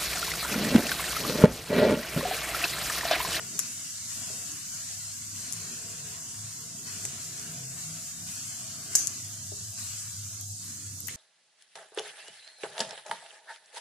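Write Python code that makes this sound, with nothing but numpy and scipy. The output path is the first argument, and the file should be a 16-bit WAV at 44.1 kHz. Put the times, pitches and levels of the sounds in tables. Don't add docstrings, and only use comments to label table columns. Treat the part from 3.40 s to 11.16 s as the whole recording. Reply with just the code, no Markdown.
import sys
import numpy as np
from scipy import signal
from scipy.io import wavfile
from scipy.ndimage import uniform_filter1d, minimum_filter1d

SR = 44100
rng = np.random.default_rng(int(sys.argv[2]) if len(sys.argv) > 2 else 0)


def voltage_ratio(level):
    return 10 ** (np.asarray(level, float) / 20)


def file_out(sig):
    cols = np.atleast_2d(sig).T
    lim = np.clip(cols, -1, 1)
    pcm = np.round(lim * 32767).astype(np.int16)
    wavfile.write(sys.argv[1], SR, pcm)


N = 342216
FRAME = 1024


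def gas_and_room(hz, t):
    # (frequency [Hz], density [dB per Hz])
    hiss = [(1760, -44), (3000, -11.5), (3720, -9), (4260, -3), (5150, -4), (7160, 1.5), (9860, -10.5),
            (10500, -10.5), (13600, -19.5), (22000, -120)]
    # (frequency [Hz], density [dB per Hz])
    roar = [(780, -17.5), (1020, -5), (1280, -4.5), (1410, -2), (2380, -3), (2730, 0.5), (3800, -8.5),
            (4940, -48), (8360, -120)]
    # (frequency [Hz], density [dB per Hz])
    edge = [(5880, 1), (10000, 6.5), (10500, -5), (13700, 5.5), (14400, -3), (14600, -54)]
    # (frequency [Hz], density [dB per Hz])
    hum = [(170, -27), (195, -30), (222, 3), (245, -3), (285, -6), (330, -11.5)]
    # (frequency [Hz], density [dB per Hz])
    murmur = [(250, -20), (310, 0.5), (450, 0.5), (560, -8), (660, -27)]
    # (frequency [Hz], density [dB per Hz])
    cavity = [(520, -21), (630, 4), (720, 5.5), (800, -5), (900, -43), (1000, -41)]
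    # (frequency [Hz], density [dB per Hz])
    rumble = [(18, -40), (30, -20), (62, -17), (85, -2), (125, -9.5), (190, -3.5), (240, -10.5)]
    # (time [s], level [dB])
    flame = [(0.0, -66), (0.5, -75), (0.75, -71.5), (0.91, -62), (1.19, -75.5), (1.56, -67), (1.77, -80),
             (2.2, -65), (3.24, -75), (3.57, -68), (3.95, -66.5), (4.11, -65), (4.93, -70), (5.64, -66),
             (5.98, -75), (6.4, -69), (6.7, -77), (7.76, -75)]
    layers = [
        (hiss, layer_db((-41.5, 0.2855, -0.0233, 0.3), t)),
        (roar, layer_db((-52, 0.66, 0.12, -1.5), t)),
        (edge, layer_db((-51, 0.23, -0.03, -14), t)),
        (hum, layer_db((-60, 0.19, 0.15, -0.5), t)),
        (murmur, layer_db((-63, 0.35, 1, 0.5), t)),
        (cavity, np.interp(t, *np.transpose(flame)) + 4.5),
        (rumble, np.full(len(t), -58.0)),
    ]
    power = 0
    for shape, db in layers:
        inside = (hz >= shape[0][0]) & (hz <= shape[-1][0])
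        density = inside * voltage_ratio(colour(shape, hz)) ** 2
        power = power + np.outer(density / density.mean(), voltage_ratio(db) ** 2)
    return power


def patchiness(hz, t):
    shape = (len(hz), len(t))
    patchy_db = colour([(100, 0.74), (450, 3.2), (720, 1.65), (2000, 1.73), (7000, 1.5), (13000, 2.8)], hz)
    patches = patchy_db[:, None] * drift(shape, bins=5, frames=14)
    gain = voltage_ratio(patches + 0.63 * drift(shape, bins=200, frames=6))
    narrow = [(900, 2.4), (1900, 0.74), (2600, 0.37), (3700, 0.13), (4600, 0.34),
              (5500, 4.7), (9600, 5.0), (10600, 1.8), (12500, 0.85)]
    wide = [(9500, 4.5), (11000, 1.6), (12800, 1.05), (14000, 1.5)]
    for brink, bins, frames, share, drop_db in ((narrow, 3, 9, 0.018, -25), (wide, 14, 6, 0.029, -35)):
        beyond = drift(shape, bins, frames) - colour(brink, hz)[:, None] - share * (reduction(t) + 4)
        gain = gain * voltage_ratio(drop_db * np.clip(4 * beyond, 0, 1))
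    return gain


def coloured_spells(hz, t):
    # (time [s], half length [s], centre [Hz], width [Hz], boost [dB])
    spells = [(2.87, 0.22, 960, 170, 9.5), (7.4, 0.24, 300, 62, 5), (6.6, 0.19, 340, 113, -16),
              (1.22, 0.12, 304, 60, 8.5), (1.51, 0.14, 346, 73, -17), (1.915, 0.087, 284, 48, 10.5),
              (3, 0.45, 580, 47, -12), (5.7, 0.4, 520, 78, -12), (7.3, 0.71, 870, 60, -13),
              (0.935, 0.11, 490, 62, 18), (7.45, .25, 3150, 60, -16), (7.47, 0.21, 2800, 54, -17),
              (8.3, 0.22, 1900, 62, -17), (7.25, .14, 5100, 55, -17), (12, .07, 2850, 55, -16),
              (6.9, .04, 4500, 170, -20), (7.73, .05, 4700, 550, -2), (7.63, 0.057, 1900, 520, -8),
              (7.55, 0.18, 4900, 600, -0.5), (6.2, 0.16, 2150, 76, -15), (6.1, .2, 2430, 49, -6),
              (6.9, .15, 1940, 71, -14), (1.7, 0.04, 740, 310, 8.5), (1.45, 0.42, 930, 50, -13),
              (4.6, 0.17, 1000, 50, -7), (7.1, 0.13, 760, 84, 15), (7.12, 0.095, 1900, 1600, -11.5),
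              (6.41, 0.04, 1670, 260, -6), (0.08, 0.088, 410, 62, 0), (2.42, 0.1, 730, 60, -10)]
    boost_db = 0
    for s, half, centre, width, db in spells:
        spectrum = np.exp(-((hz - centre) / width) ** 2)
        boost_db = boost_db + db * np.outer(spectrum, np.exp(-((t - s) / half) ** 2))
    return voltage_ratio(boost_db * (hz < 5000)[:, None])


def steady():
    # (frequency [Hz], left-right correlation)
    likeness = [(60, 0.81), (130, 0.91), (290, 0.68), (640, 0.53), (1400, -0.03), (3080, 0.55),
                (6770, 0.014), (14900, 0.32)]
    # (frequency [Hz], left minus right [dB])
    left_lean = [(60, 1.5), (300, 0), (480, 8), (700, 0), (1000, -1), (1800, 2.5), (2800, 0), (3700, 0.0)]
    # (frequency [Hz], left minus right [dB])
    port_lean = [(4000, 0), (5400, -2), (6200, -5), (6850, -4.5), (7450, 5), (8500, 4.5), (10000, 2),
                 (13000, 2)]
    grid = dict(nperseg=FRAME * 2, noverlap=FRAME * 2 - FRAME // 4)
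    hz, t, (mid, side) = signal.stft(rng.standard_normal((2, N)), SR, **grid)
    gain = np.sqrt(gas_and_room(hz, t)) * patchiness(hz, t) * coloured_spells(hz, t)
    like = np.clip(colour(likeness, hz), -.99, .99)[:, None]
    mid, side = mid * np.sqrt((1 + like) / 2), side * np.sqrt((1 - like) / 2)
    pan_db = 1.13 + 0.11 * reduction(t)
    fixed_lean_db = (colour(left_lean, hz) + colour(port_lean, hz))[:, None]
    lean = voltage_ratio((fixed_lean_db + np.outer(hz > 1000, pan_db)) / 2)
    shade = voltage_ratio(-7.5 * np.outer(np.exp(-((hz - 6200) / 1100) ** 2), np.interp(t, [7.05, 7.5], [0, 1])))
    pair = np.array([(mid + side) * lean * shade, (mid - side) / lean]) * gain / np.sqrt((1 + like) / 2)
    return signal.istft(pair, SR, **grid)[1][:, :N]


def ticks():
    # (time [s], peak [dB], left minus right [dB], body [dB], sparkle above 10 kHz [dB])
    tick_events = [(0.1906, -20, 14, -4, 2), (0.1914, -13, 17.5, -0.5, 3.5), (0.1933, -15, 12, -2, -8),
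                   (0.1975, -23, 12, -12, -4), (0.1985, -21, -8, -3, -4), (0.2002, -21, 15, -10, -6),
                   (0.206, -28, -4, -16, -14), (1.1173, -23, 4, -23, -14), (2.1244, -16, 9, -12, -7),
                   (2.133, -21, 11, -14, -6), (2.139, -28, 8, -16, -9), (3.6523, -15.5, 8, -4, -20),
                   (3.6592, -30, 0, -14, -16), (3.9958, -28, 8, -17, -13), (5.1892, -31, 0.0, -17, -18),
                   (5.5323, -29, 9, -17, -15), (5.5521, -4.5, 6, -10, -12), (5.5534, -12, 10, -6, -12),
                   (5.5546, -10, -12, -27, 6), (5.5581, -13, 16, -26, -11), (5.559, -11, 14, -20, -5),
                   (5.5646, -19, 12, -15, -2), (5.5735, -23, 4, -20, -6), (5.5775, -27, -4, -20, -14),
                   (5.5878, -22, -8, -20, -14), (5.592, -22, 8, -20, -10), (5.606, -25, 8, -18, -14),
                   (5.6713, -15.5, 16, -29, -14), (5.6745, -25, -6, -15, -16), (5.6776, -24, 16, -24, -8),
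                   (5.8466, -27, -1, -20, -13), (7.011, -25, 12, -12, 8), (7.2955, -36, 8, -16, -16),
                   (7.4665, -32, 8, -14, -16), (7.6039, -31.5, 26, -8, 18), (7.6703, -32, 26, -6, 11),
                   (7.6722, -30, 24, -8, 10), (7.6772, -36, 20, -6, 12), (7.6824, -25, 23, -3, 9),
                   (7.6845, -39, 18, -3, -1)]
    t = np.arange(FRAME // 2) / SR
    envelope = np.exp(-t / 0.0007) * (1 - np.exp(-t / 0.0004))
    scrape = 1.63 * rng.standard_normal((len(tick_events), len(t))) * envelope
    slips = scrape + 3.2 * (t == t[16])
    body = signal.sosfilt(signal.butter(1, [900, 5200], "band", fs=SR, output="sos"), slips)
    sparkle = signal.sosfilt(signal.butter(2, [9600, 13900], "band", fs=SR, output="sos"), slips)
    upper = voltage_ratio(-8) * band(band(slips, 9300, 1800), 9300, 3000)
    body_db, sparkle_db = np.array(tick_events)[:, 3:].T[:, :, None]
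    ports = []
    for k, (ring_hz, shadow_db) in enumerate([(7350, 3), (6400, -27)]):
        ring = band(band(slips, ring_hz, 1500), ring_hz, 3500)
        sounds = 4.6 * (ring + upper) + voltage_ratio(body_db) * body + voltage_ratio(sparkle_db + shadow_db) * sparkle
        ports.append(place(sounds, tick_events)[k])
    return np.array(ports)


def knocks():
    # (time [s], peak [dB], left minus right [dB], ring [Hz], decay by 60 dB [s])
    knock_events = [
        (0.191, -42, 19, 1590, 0.013),
        (.902, -40, 9, 435, 0.011),
        (1.504, -55, 19, 510, 0.014),
        (3.65, -44, 12, 550, 0.007),
        (6.12, -40, 17, 417, 0.017),
        (7.6857, -31.5, 16, 2000, 0.0038),
        (7.6935, -33, -2, 2240, 0.005),
    ]
    t = np.arange(FRAME * 4) / SR
    sounds = []
    for _, _, _, hz, t60 in knock_events:
        modes = np.sin(2 * np.pi * hz * t) + 0.52 * np.sin(2 * np.pi * 1.375 * hz * t)
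        sounds.append(modes * voltage_ratio(-60 * t / t60) * (1 - np.exp(-t * hz * 0.47)))
    return place(sounds, knock_events)


def kitchen(sharp, soft):
    # (delay [s], gain)
    echoes = [
        [(.0011, 0.23), (.0031, 0.11)],
        [(.0015, 0.6), (.0034, .45), (.0052, .3), (.009, .25)],
    ]
    port_hz, port_width_hz, port_db = [6500, 6380], [1940, 800], [10, 14.5]
    tail_lean_db, wash_db = [1.5, -2], [-1, 0]
    t = np.arange(int(.7 * SR)) / SR
    loud = sharp.mean(axis=0)
    peak = -minimum_filter1d(-np.abs(loud), size=FRAME)
    loud = loud * (peak / peak.max()) ** 1.7 * np.sign(rng.standard_normal(N))
    out = []
    for k, x in enumerate(sharp + soft):
        tail = voltage_ratio(-31 + tail_lean_db[k]) * rng.standard_normal(len(t)) * (1 - np.exp(-t / 0.00065))
        long, short = tail * voltage_ratio(-60 * t / 0.42), tail * voltage_ratio(-60 * t / 0.28)
        ring = band(band(long, port_hz[k], port_width_hz[k]), port_hz[k], 2 * port_width_hz[k])
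        wash = band(band(short, 8600, 5000), 8600, 5000)
        response = voltage_ratio(port_db[k]) * ring + voltage_ratio(-11) * band(short, 3700, 3000) + voltage_ratio(wash_db[k]) * wash
        early = sum(g * np.roll(x, int(lag * SR)) for lag, g in echoes[k])
        wet = signal.fftconvolve(loud, response)
        wet = wet + signal.fftconvolve(voltage_ratio(-1.5) * soft.mean(axis=0), long)
        out.append(early + x + wet[:N])
    return np.array(out)


def room_modes():
    # (frequency [Hz], wander [Hz], width of the noisy skirt [Hz])
    modes = [
        (101, 8.9, 19.7),
        (129.9, 6.1, 17),
        (161.6, 6.6, 32),
    ]
    # (level [dB], share of noise reduction, share of traffic, share of flame fade)
    mode_mix = [
        (-59.5, 0.0068, .01, -7),
        (-60.5, .01, 0.3, -2),
        (-60, .01, 0.42, -8.5),
    ]
    # (time [s], mode number, boost [dB], half length [s])
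    swells = [(1.898, 0, 8, 0.12), (5.914, 0, 7, 0.041), (7.472, 0, 8, 0.066), (2.214, 0, 12, 0.1),
              (2.5, 0, 8, 0.092), (3.055, 0, 11, 0.08), (3.697, 0, 7.5, 0.2), (6.156, 0, 10.5, 0.45),
              (6.84, 0, 13.5, 0.15), (7.098, 0, 15.5, 0.086), (7.29, 0, 7, 0.076), (7.58, 0, 9.5, 0.095),
              (3.09, 1, 8, 0.14), (3.688, 1, 8.5, 0.14), (4.26, 1, 15, 0.12), (5.197, 1, 6.5, 0.2),
              (5.95, 1, 7.5, 0.17), (7.447, 1, 4, 0.088), (0.116, 2, 7.5, 0.1), (2.23, 2, 8, 0.066),
              (2.49, 2, 5, 0.07), (2.896, 2, -4, .06), (3.894, 2, 10, 0.027), (4.14, 2, 13, 0.087),
              (4.515, 2, 15.5, 0.15), (4.843, 2, 13, 0.08)]
    t, out = np.arange(N) / SR, 0
    for k, ((hz, wander, width), mix) in enumerate(zip(modes, mode_mix)):
        waver, flutter = slow_noise(2200), slow_noise(1300)
        tone = np.sqrt(2) * np.sin(2 * np.pi * np.cumsum(hz + .5 * wander * waver) / SR)
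        skirt = band(band(rng.standard_normal(N), hz, width), hz, width)
        swell_db = sum(db * np.exp(-((t - s) / half) ** 2) for s, mode, db, half in swells if round(mode) == k)
        db = layer_db(mix, t) + swell_db + 1.54 * flutter
        out = out + voltage_ratio(db) * (0.81 * tone + 0.64 * skirt / skirt.std())
    return np.outer(voltage_ratio([.25, -.25]), out)


def layer_db(mix, t):
    # (time [s], level [dB])
    traffic = [(0.0, -62.5), (0.56, -84.5), (1.06, -75.5), (1.34, -85.5), (1.79, -84.5), (2.1, -69),
               (2.59, -62), (3.11, -70.5), (4.23, -66), (4.65, -80), (5.08, -78.5), (5.47, -63.5),
               (5.77, -67.5), (5.92, -72), (6.27, -94), (6.59, -79.5), (7.37, -76), (7.76, -64)]
    db, reduced, street, fade = mix
    street_db = np.interp(t, *np.transpose(traffic)) + 66
    return db + reduced * reduction(t) + street * street_db + fade * -0.0176 * t


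def reduction(t):
    # (time [s], depth just before [dB], depth just after [dB])
    springs = [(0.0, -2, -1.5), (0.19, -0.5, 5), (0.67, -2.5, 8), (1.3, -1.5, 5), (1.928, -5.5, 3),
               (3.45, -9, 4), (4.36, -5.5, 1), (4.86, -6, 5), (5.5, -6.5, 7.5), (6.05, -9, -9.5),
               (6.36, -8, 8), (6.9, -10, -3.5), (7.03, -8.5, -12), (7.19, -8.5, -1.5), (7.66, -13.5, 0),
               (7.9, -16, -4)]
    s, before, after = np.transpose(springs)
    k = np.clip(np.searchsorted(s, t, side="right") - 1, 0, len(s) - 2)
    progress = np.clip((t - s[k]) / (s[k + 1] - s[k]), 0, 1)
    sag = after[k] + (before[k + 1] - after[k]) * progress ** 0.69
    return sag + (before[k] - after[k]) * np.clip(1 - (t - s[k]) / 0.027, 0, 1)


def place(sounds, table):
    out = np.zeros((2, N + FRAME * 4))
    for sound, (s, db, pan_db, *_) in zip(sounds, table):
        i = int(s * SR)
        gains = voltage_ratio(db + np.array([pan_db, -pan_db]) / 2)
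        out[:, i:i + len(sound)] += np.outer(gains, sound / np.abs(sound).max())
    return out[:, :N]


def colour(points, hz):
    f, v = np.transpose(points)
    return np.interp(np.log(hz + 1), np.log(f), v)


def band(x, hz, width):
    return signal.lfilter(*signal.iirpeak(hz, hz / width, fs=SR), x)


def drift(shape, bins, frames):
    field = rng.standard_normal(shape)
    for _ in range(2):
        field = uniform_filter1d(uniform_filter1d(field, size=bins, axis=0), size=frames, axis=1)
    return field / field.std()


def slow_noise(size):
    x = uniform_filter1d(uniform_filter1d(rng.standard_normal(N), size=size), size=size)
    return x / x.std()


def scene():
    left, right = steady() + room_modes()
    return np.array([np.roll(left, 2), right]) + kitchen(ticks(), knocks())


def roll_off(x):
    return signal.sosfilt(signal.butter(12, 15490, fs=SR, output="sos"), x)


def record(dry):
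    top = signal.butter(14, 13820, fs=SR, output="sos")
    return roll_off(signal.sosfilt(top, dry))


dry = scene()
out = record(dry)
file_out(out)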